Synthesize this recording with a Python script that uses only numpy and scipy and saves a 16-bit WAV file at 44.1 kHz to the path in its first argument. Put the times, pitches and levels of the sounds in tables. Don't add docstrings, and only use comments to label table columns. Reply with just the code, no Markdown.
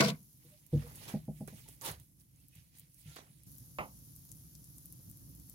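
import sys
import numpy as np
from scipy import signal
from scipy.fft import rfft, irfft, next_fast_len
from scipy.io import wavfile
from scipy.ndimage import uniform_filter1d, map_coordinates

SR = 44100
rng = np.random.default_rng(int(sys.argv[2]) if len(sys.argv) > 2 else 0)


def dump(signal):
    limited = np.clip(np.atleast_2d(signal).T, -1, 1)
    pcm = np.round(limited * 32767).astype(np.int16)
    wavfile.write(sys.argv[1], SR, pcm)


N = 244314

# time_s, rasp_level_db
PULL_LEVELS = [(0, -36.5), (.008, -26), (.024, -39), (.048, -32.5), (.072, -42.5), (.086, -34.5),
               (.106, -41.5), (.12, -56.5), (.22, -85.5)]
# (relative, per Hz)
STONE_COLOUR = [(600, -35), (1600, -11), (2300, -4), (3200, -4.5), (4700, -3.5), (7000, -12),
                (12000, -28.5)]
# (relative, per Hz)
GRIT_COLOUR = [(2500, -22.5), (5000, -12), (6300, -11), (8000, -2), (10000, 3.5), (14000, -1), (16000, -2)]
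# centre_hz, width_hz, level_db
BLADE_MODES = [(312, 36, -11.5), (479, 19, 0.5), (677, 20, -2.5), (985, 33, -9), (1122, 40, -9.5),
               (1380, 50, -15), (1520, 41, -12), (2180, 150, -15)]
# centre_hz, width_hz, level_db
BENDING_MODES = [(144.4, 22, -2.5), (201, 26, 0.2)]
# start_level_db, dragged_fade_db_per_s, free_fade_db_per_s
BLADE_SWAY = (-24.5, 159, 415)
# start_level_db, dragged_fade_db_per_s, free_fade_db_per_s
BENDING_SWAY = (-22.5, 110, 288)
# frequency_hz, left_right_correlation
NEAR_LIKENESS = [(100, 0.94), (600, 0.99), (2000, 0.2), (8000, 0.2)]
PULL_GRIT_DB = -9


def pull():
    rasp, = gains(PULL_LEVELS)
    grit_noise = rush(shape(GRIT_COLOUR), NEAR_LIKENESS, 1.7, 300, 0.00013)
    stone_noise = rush(shape(STONE_COLOUR), NEAR_LIKENESS, 2.3, 250, .00027)
    blade_noise = rush(ringing(BLADE_MODES), NEAR_LIKENESS, 2.4, 90, 0.00019)
    bending_noise = rush(ringing(BENDING_MODES), NEAR_LIKENESS, 2.8, 40)
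    return (rasp * amp(PULL_GRIT_DB) * grit_noise * amp([[1.5], [-1.5]])
            + rasp * stone_noise * amp([[1.8], [-1.8]])
            + sway(*BLADE_SWAY) * blade_noise * amp([[-1.3], [1.3]])
            + sway(*BENDING_SWAY) * bending_noise)


LIFT_S = .112


def sway(start_db, dragged, free):
    t = np.arange(N) / SR
    return amp(start_db - dragged * np.minimum(t, LIFT_S) - free * np.maximum(t - LIFT_S, 0))


# start_s, level_db (relative)
SLIP_EVENTS = [(0.005, -16), (0.011, -14), (0.035, -21), (0.045, -23), (0.057, -24), (0.087, -28.5),
               (0.122, -47)]


def slips():
    jolts, t = np.zeros(N), np.arange(SR // 50) / SR
    for s, db in SLIP_EVENTS:
        jolts[round(s * SR):][:len(t)] += amp(db - 60 * t / .012) * rng.standard_normal(len(t))
    blade = amp(15.5) * filtered(jolts, ringing(BLADE_MODES))
    spray = amp(-5.0) * filtered(jolts, ringing([(4600, 2300, -5), (9800, 2000, -11)]))
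    sound = blade + spray
    return np.array([sound, amp(-3) * np.roll(sound, 11)])


# start_s, level_db (relative)
SET_DOWN_BLOWS = [(.444, -50.5), (.729, -19), (.845, -49), (.918, -52)]
# pitch_hz, level_db, t60_s
EDGE_MODES = [(63, -9, 0.3), (105.4, -7, 0.2), (148.9, 5.5, 0.14), (203, -14.5, 0.21), (236.5, -12.5, 0.3),
              (327, -4, 0.076), (483, -9.5, 0.15), (606, -26.5, 0.13), (783, -27, 0.067)]
# start_s, level_db (relative)
BOUNCE_BLOWS = [(1.139, -23.5), (1.281, -28), (1.407, -30.5), (1.525, -42)]
# pitch_hz, level_db, t60_s
HANDLE_MODES = [(57.8, -22, 0.35), (153, -4, 0.33), (204.3, 4, 0.1), (240, -5, 0.13), (383, -11.5, 0.073),
                (513, -5.5, 0.042), (625, -9, 0.079), (700, -23.5, 0.12), (805, -14, 0.075)]
# start_s, level_db (relative)
THUD_BLOWS = [(1.888, -43), (1.976, -53.5), (2.561, -52.5), (3.058, -47.5)]
# pitch_hz, level_db, t60_s
THUD_MODES = [(72.2, -4, 0.33), (111.5, 5.5, 0.14), (149.4, 0.5, 0.48)]


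def peel_blows():
    return (knocks(SET_DOWN_BLOWS, EDGE_MODES, 0.0097, -1.2, .028, -8.0)
            + knocks(BOUNCE_BLOWS, HANDLE_MODES, 0.0046, -3.6, .023, -11.0)
            + knocks(THUD_BLOWS, THUD_MODES, 0.0038, -0.32, 0.0304, -5))


def knocks(events, modes, attack_s, trim_db, rebound_s, rebound_db):
    out, t = np.zeros(N + SR), np.arange(SR // 2) / SR
    for s, db in events:
        for late, loss_db in (0, 0), (rebound_s, rebound_db):
            ring = 0
            for hz, level, t60 in modes:
                mode_db = level + rng.normal(0, 0.87)
                ring = ring + amp(mode_db - 60 * t / t60) * np.sin(2 * np.pi * hz * t)
            attack = 1 - np.exp(-t / attack_s)
            out[round((s + late) * SR):][:len(t)] += amp(db + trim_db + loss_db) * ring * attack
    return out[:N]


# start_s (of full strength), rise_s, hold_s, fall_s, rasp_level_db (relative),
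# grit_over_rasp_db, wood_over_rasp_db
SCUFF_STROKES = [(0.464, 0.21, 0.061, 0.6, -72.5, 5.5, -6.5), (.737, 0.036, 0.18, 0.1, -65, -0.5, 3),
                 (0.952, 0.0077, 0.0075, 0.077, -72.5, 19.5, -30),
                 (1.034, 0.16, 0.027, 0.045, -58.5, 1.5, 0.5), (1.083, 0.014, 0.015, 0.13, -52, 1, 0.5),
                 (1.373, 0.24, 0.035, 0.16, -73.5, 12, -14.5), (1.478, .006, 0.0056, 0.062, -59.5, 0, 4),
                 (1.584, 0.19, 0.011, 0.26, -63, 5.5, -13), (1.681, .006, .01, 0.21, -73, 14.5, -0.5),
                 (1.816, 0.0044, 0.0045, 0.028, -61.5, 12.5, 10.5),
                 (1.851, 0.034, 0.038, 0.09, -46, 2, 3.5), (1.998, 0.015, 0.011, 0.36, -80.5, 14, -20),
                 (2.207, .05, 0.0093, .05, -81.5, 15.5, -2), (2.397, 0.3, .03, 0.27, -78, 7.5, -9.5),
                 (2.553, 0.083, 0.011, 0.34, -69.5, 3.5, -13.5), (2.753, 0.037, 0.033, 0.2, -71, 6, -10.5),
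                 (2.997, 0.13, 0.014, 0.067, -76, 16.5, -21.5),
                 (3.076, 0.094, 0.089, 0.042, -63.5, 0, -11.5), (3.162, .005, 0.007, 0.078, -55, -13, 3.5),
                 (3.189, .03, .01, 0.093, -67.5, -11, 8), (3.296, 0.21, 0.15, .1, -76, 8, -16.5)]
# centre_s, length_s, pitch_hz, level_db (relative)
CREAK_TONES = [(0.474, 0.044, 493, -79), (0.542, 0.062, 600, -66), (0.856, 0.071, 480.5, -57),
               (1.665, 0.018, 880, -63.5), (1.857, 0.062, 918, -48.5), (2.403, 0.052, 2676, -79.5),
               (2.538, 0.027, 2580, -74), (3.117, 0.12, 1389, -74)]
# (relative, per Hz)
RASP_COLOUR = [(600, -27), (1300, -14.5), (2000, -2), (3200, -3), (4700, -3.5), (6500, -5), (12000, -34)]
# (relative, per Hz)
WOOD_COLOUR = [(150, -10), (400, -6), (650, -8), (950, -7.5), (1300, -11.5), (1950, -13.5), (2800, -30)]
SCUFF_FADE_DB = 26
SCUFF_PAN_DB = -5


def scuffs():
    t = np.arange(N) / SR
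    rasp, grit, wood, creaks = 0, 0, 0, 0
    for s, rise, hold, fall, db, grit_db, wood_db in SCUFF_STROKES:
        away = np.maximum(np.maximum((s - t) / rise, (t - s - hold) / fall), 0)
        stroke = amp(db - SCUFF_FADE_DB * away)
        rasp = rasp + stroke
        grit = grit + amp(grit_db) * stroke
        wood = wood + amp(wood_db) * stroke
    waver = 0.00013 * wobble(70)
    for s, length, hz, db in CREAK_TONES:
        swell = np.exp(-8 * ((t - s) / length) ** 2)
        creaks = creaks + amp(db) * swell * np.sin(2 * np.pi * hz * (t + waver))
    pan = amp(np.array([[.5], [-.5]]) * SCUFF_PAN_DB)
    return pan * (grit * rush(shape(GRIT_COLOUR), NEAR_LIKENESS, 1.1, 550, -.0003)
                  + rasp * rush(shape(RASP_COLOUR), NEAR_LIKENESS, 1.5, 300, -.0003)
                  + wood * rush(shape(WOOD_COLOUR), NEAR_LIKENESS, 2.64, 120, -0.0003)
                  + creaks * amp(2.1 * wobble(71)))


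# start_s, level_db (relative)
LOG_KNOCKS = [(3.786, -27), (3.809, -40.5)]
# (relative, per Hz)
LOG_COLOUR = [(100, -5.5), (150, 6), (390, -21.5), (480, -1), (560, 3), (650, -2), (800, 4.5), (1070, 1.5),
              (1350, 2), (1500, -23.5), (2100, -2), (3000, -11.5), (3300, -27.5), (5500, -32), (8000, -43)]
# frequency_hz, t60_s
LOG_DECAY_TIMES = [(200, 0.24), (800, .2), (2500, 0.15), (6000, 0.27)]


def log():
    out, length = np.zeros((2, N + SR)), SR // 2
    for s, db in LOG_KNOCKS:
        noise = rng.standard_normal(length) + .5 * rng.standard_normal((2, length))
        hz, t, z = signal.stft(noise, SR, nperseg=256)
        z = z * amp(along(LOG_COLOUR, hz)[:, None] - 60 * t / along(LOG_DECAY_TIMES, hz)[:, None])
        tail = signal.istft(z, SR, nperseg=256)[1][:, :length]
        tail[0] = np.roll(tail[0], 11)
        out[:, round(s * SR):][:, :length] += amp(db - 8.5) * tail / np.std(tail[:, :600])
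    return out[:, :N] * amp([[-1.5], [1.5]])


# start_s, level_db (relative), pitch_hz (of the band), left_over_right_db
LOUD_SPITS = [(0.2304, -52.5, 11400, -6), (0.3296, -50, 13600, -6), (0.374, -49.5, 13000, -3.5),
              (0.4504, -51.5, 12400, -5.5), (0.6649, -46.5, 12600, -13.5), (0.8759, -43, 14260, 2.0),
              (0.9569, -42, 9930, 3.5), (1.0804, -43, 4330, -2), (1.254, -51, 11200, -6.5),
              (1.476, -42.5, 10050, -18), (1.6871, -41, 10000, -10), (1.8123, -42.5, 6100, -17),
              (1.8424, -42, 14000, -5), (1.8507, -32.5, 10900, -7.5), (1.8602, -29, 13600, -4),
              (1.8674, -32.5, 10400, -5), (1.8784, -36, 6100, -4.5), (1.9144, -34.5, 9600, -4.5),
              (1.9994, -46.5, 11600, -10), (2.1994, -54.5, 7770, -6.0), (2.36, -55, 9230, -4.5),
              (2.4017, -56.5, 9330, -0.5), (2.4843, -45.5, 13700, 3), (2.5551, -46.5, 12800, 0.5),
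              (2.7741, -48, 11500, -0.5), (2.7854, -43, 13200, 2.5), (2.7965, -37, 12900, 5.5),
              (2.9442, -49, 10200, -12.5), (3.1612, -43, 9900, -8), (3.4346, -45, 11000, -3),
              (3.5174, -43.5, 12300, 6.5), (3.5528, -47, 12900, 1.5), (3.5828, -40.5, 14000, 7.5),
              (4.1629, -39.5, 11400, 5), (4.2517, -43, 13800, 1), (4.3166, -36, 9630, 11),
              (4.369, -48, 12400, 5), (4.5521, -44, 6520, 11), (4.6423, -43.5, 9880, 11),
              (4.783, -40.5, 11300, 10), (4.8574, -37.5, 13900, 11), (4.9247, -37, 13300, 6),
              (5.0988, -41, 13800, 10), (5.1133, -41, 12260, 10), (5.1721, -42.5, 13400, 3.5),
              (5.3507, -44, 12400, 3.0), (5.3986, -45, 12300, 6), (5.4974, -39, 12200, 13)]
TICK_DB = -10.5


def spits():
    out, t = np.zeros((2, N + SR)), np.arange(SR // 10) / SR
    crack = amp(-60 * t / .008)
    echo = np.roll(crack, round(.007 * SR))
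    envelope = crack + amp(-11.0) * echo + amp(-14.5 - 60 * t / 0.05)
    for s, db, hz, pan_db in [*LOUD_SPITS, *small_spits()]:
        band = [hz / 1.45, min(hz * 1.25, 15200)]
        sos = signal.butter(2, band, "bandpass", fs=SR, output="sos")
        noise = rng.standard_normal(len(t)) + 0.23 * rng.standard_normal((2, len(t)))
        burst = signal.sosfilt(sos, noise * envelope)
        tick = np.diff(rng.standard_normal(len(t)) * crack ** 2, 2, prepend=[0, 0])
        burst = burst + amp(TICK_DB) * tick
        strength = np.sqrt(2) * np.std(burst.mean(0)[:SR // 500]) * 2
        pan = np.array([[.5], [-.5]]) * pan_db
        out[:, round(s * SR):][:, :len(t)] += amp(db + pan) * burst / strength
    return out[:, :N]


# time_s, low_rumble_level_db (flames' hum, with rumble
# of handling from about 0.8 to 1.9 s), fizz_level_db (both relative)
FIRE_LEVELS = [(0, -53.5, -65), (.25, -64.5, -65.5), (.7, -69.5, -72), (.9, -58, -63), (1.37, -57.5, -73.5),
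               (1.6, -59.5, -72.5), (1.84, -63, -69.5), (2.02, -65.5, -74.5), (2.82, -68.5, -74.5),
               (2.999, -69, -70.5), (3.456, -65.5, -76.5), (3.47, -60, -61), (4.65, -60, -61.5),
               (5.0, -56.5, -62), (5.55, -57, -61.5)]
SMALL_SPITS = 30
SMALL_DB, SMALL_SPREAD_DB, SMALL_HZ = 8, 2, 11500


def small_spits():
    s, _, fizz_db = np.transpose(FIRE_LEVELS)
    when, draw = rng.uniform(0, N / SR, SMALL_SPITS), rng.standard_normal((SMALL_SPITS, 3))
    db = np.interp(when, s, fizz_db) + SMALL_DB + SMALL_SPREAD_DB * draw[:, 0]
    hz = np.clip(SMALL_HZ * np.exp(.2 * draw[:, 1]), 5000, 14500)
    return np.transpose([when, db, hz, 6 * draw[:, 2]])


# (relative, per Hz)
RUMBLE_COLOUR = [(15, -40.5), (25, -17.5), (60, -1.5), (82, -8), (142, 0.5), (225, -14), (300, -13),
                 (417, -32), (505, -28), (624, -37), (1050, -39), (2500, -51), (3250, -80.5), (5500, -120)]
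# (relative, per Hz)
FIZZ_COLOUR = [(2500, -44), (7000, -9.5), (8300, -17.5), (9800, -1), (13900, -2), (15800, -11.5)]
# (relative, per Hz)
HISS_COLOUR = [(800, -13.5), (2300, -13.5), (4000, -6.5), (6000, 0.5), (7200, -6), (8500, -15),
               (12000, -33.5)]
# frequency_hz, left_right_correlation
DIFFUSE_LIKENESS = [(60, 1), (130, 0.91), (290, 0.28), (640, 0.25), (1400, 0.033), (6000, 0.013)]
HISS_DB = -8.5


def fire():
    rumble, fizz = gains(FIRE_LEVELS)
    flicker = wobble(3.5)
    rumble_noise = rush(shape(RUMBLE_COLOUR), DIFFUSE_LIKENESS, 1.1, 40, patchy_db=0.9)
    fizz_noise = rush(shape(FIZZ_COLOUR), DIFFUSE_LIKENESS, 1.8, 510, patchy_db=0.7)
    hiss_noise = rush(shape(HISS_COLOUR), DIFFUSE_LIKENESS, .8, 400, patchy_db=0.36)
    return (rumble * amp(2.0 + 0.77 * wobble(3.8)) * rumble_noise * amp([[-.8], [.8]])
            + fizz * amp(1.5 + 0.31 * flicker) * fizz_noise
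            + fizz * amp(HISS_DB + 0.16 * flicker) * hiss_noise)


ROOM_DB = -13


def room(x):
    t = np.arange(SR // 3) / SR
    tail = rng.standard_normal((2, len(t))) * amp(-60 * t / 0.17)
    return signal.fftconvolve(x[None], tail / np.linalg.norm(tail[0]), axes=1)[:, :N]


def rush(colour, alike, grain_db, rate, lead_s=0., patchy_db=2.24):
    z = signal.stft(rng.standard_normal((2, N)), nperseg=256)[2]
    field = uniform_filter1d(uniform_filter1d(rng.standard_normal(z.shape[1:]), 9, 0), 12, 1)
    patchy = signal.istft(z * amp(patchy_db * unit(field)), nperseg=256)[1][:, :N]
    common, opposed = patchy * amp(grain_db * wobble(rate))

    def angle(hz):
        return np.arccos(np.clip(along(alike, hz), -1, 1)) / 2

    def port(sign):
        def arrival(hz):
            return colour(hz) * np.exp(sign * 1j * np.pi * hz * lead_s)
        return (filtered(common, lambda hz: arrival(hz) * np.cos(angle(hz)))
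                + sign * filtered(opposed, lambda hz: arrival(hz) * np.sin(angle(hz))))
    return unit(np.array([port(1), port(-1)]))


def ringing(modes):
    def response(f):
        total = 0
        for k, (c, w, db) in enumerate(modes):
            total = total + (-1) ** k * amp(db) * 1j * f * w / (c * c - f * f + 1j * f * w)
        return total
    return response


def shape(points):
    return lambda hz: amp(along(points, hz))


def filtered(x, response):
    m = next_fast_len(N + SR // 2)
    return irfft(rfft(x, m) * response(np.fft.rfftfreq(m, 1 / SR)), m)[..., :N]


def wobble(rate):
    knots = rng.standard_normal(int(N * rate / SR) + 4)
    return map_coordinates(knots, [np.arange(N) * rate / SR])


def gains(rows):
    s, *cols = np.transpose(rows)
    return amp([np.interp(np.arange(N) / SR, s, c, -np.inf, -np.inf) for c in cols])


def along(points, hz):
    f, v = np.transpose(points)
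    return np.interp(np.log(hz + 1), np.log(f + 1), v)


def amp(db):
    return 10 ** (np.asarray(db) / 20)


def unit(x):
    return x / np.sqrt(np.mean(x ** 2) + 1e-20)


def scene():
    blows = peel_blows()
    peel = blows * amp([[-.6], [.6]]) + amp(ROOM_DB) * room(blows) + pull() + slips() + scuffs()
    return peel + log() + spits() + fire()


TOP_HZ = 15940


def record(dry):
    return filtered(dry, lambda hz: (hz < TOP_HZ) / (1 + (38 / (hz + 1)) ** 4))


dry = scene()
out = record(dry)
dump(out)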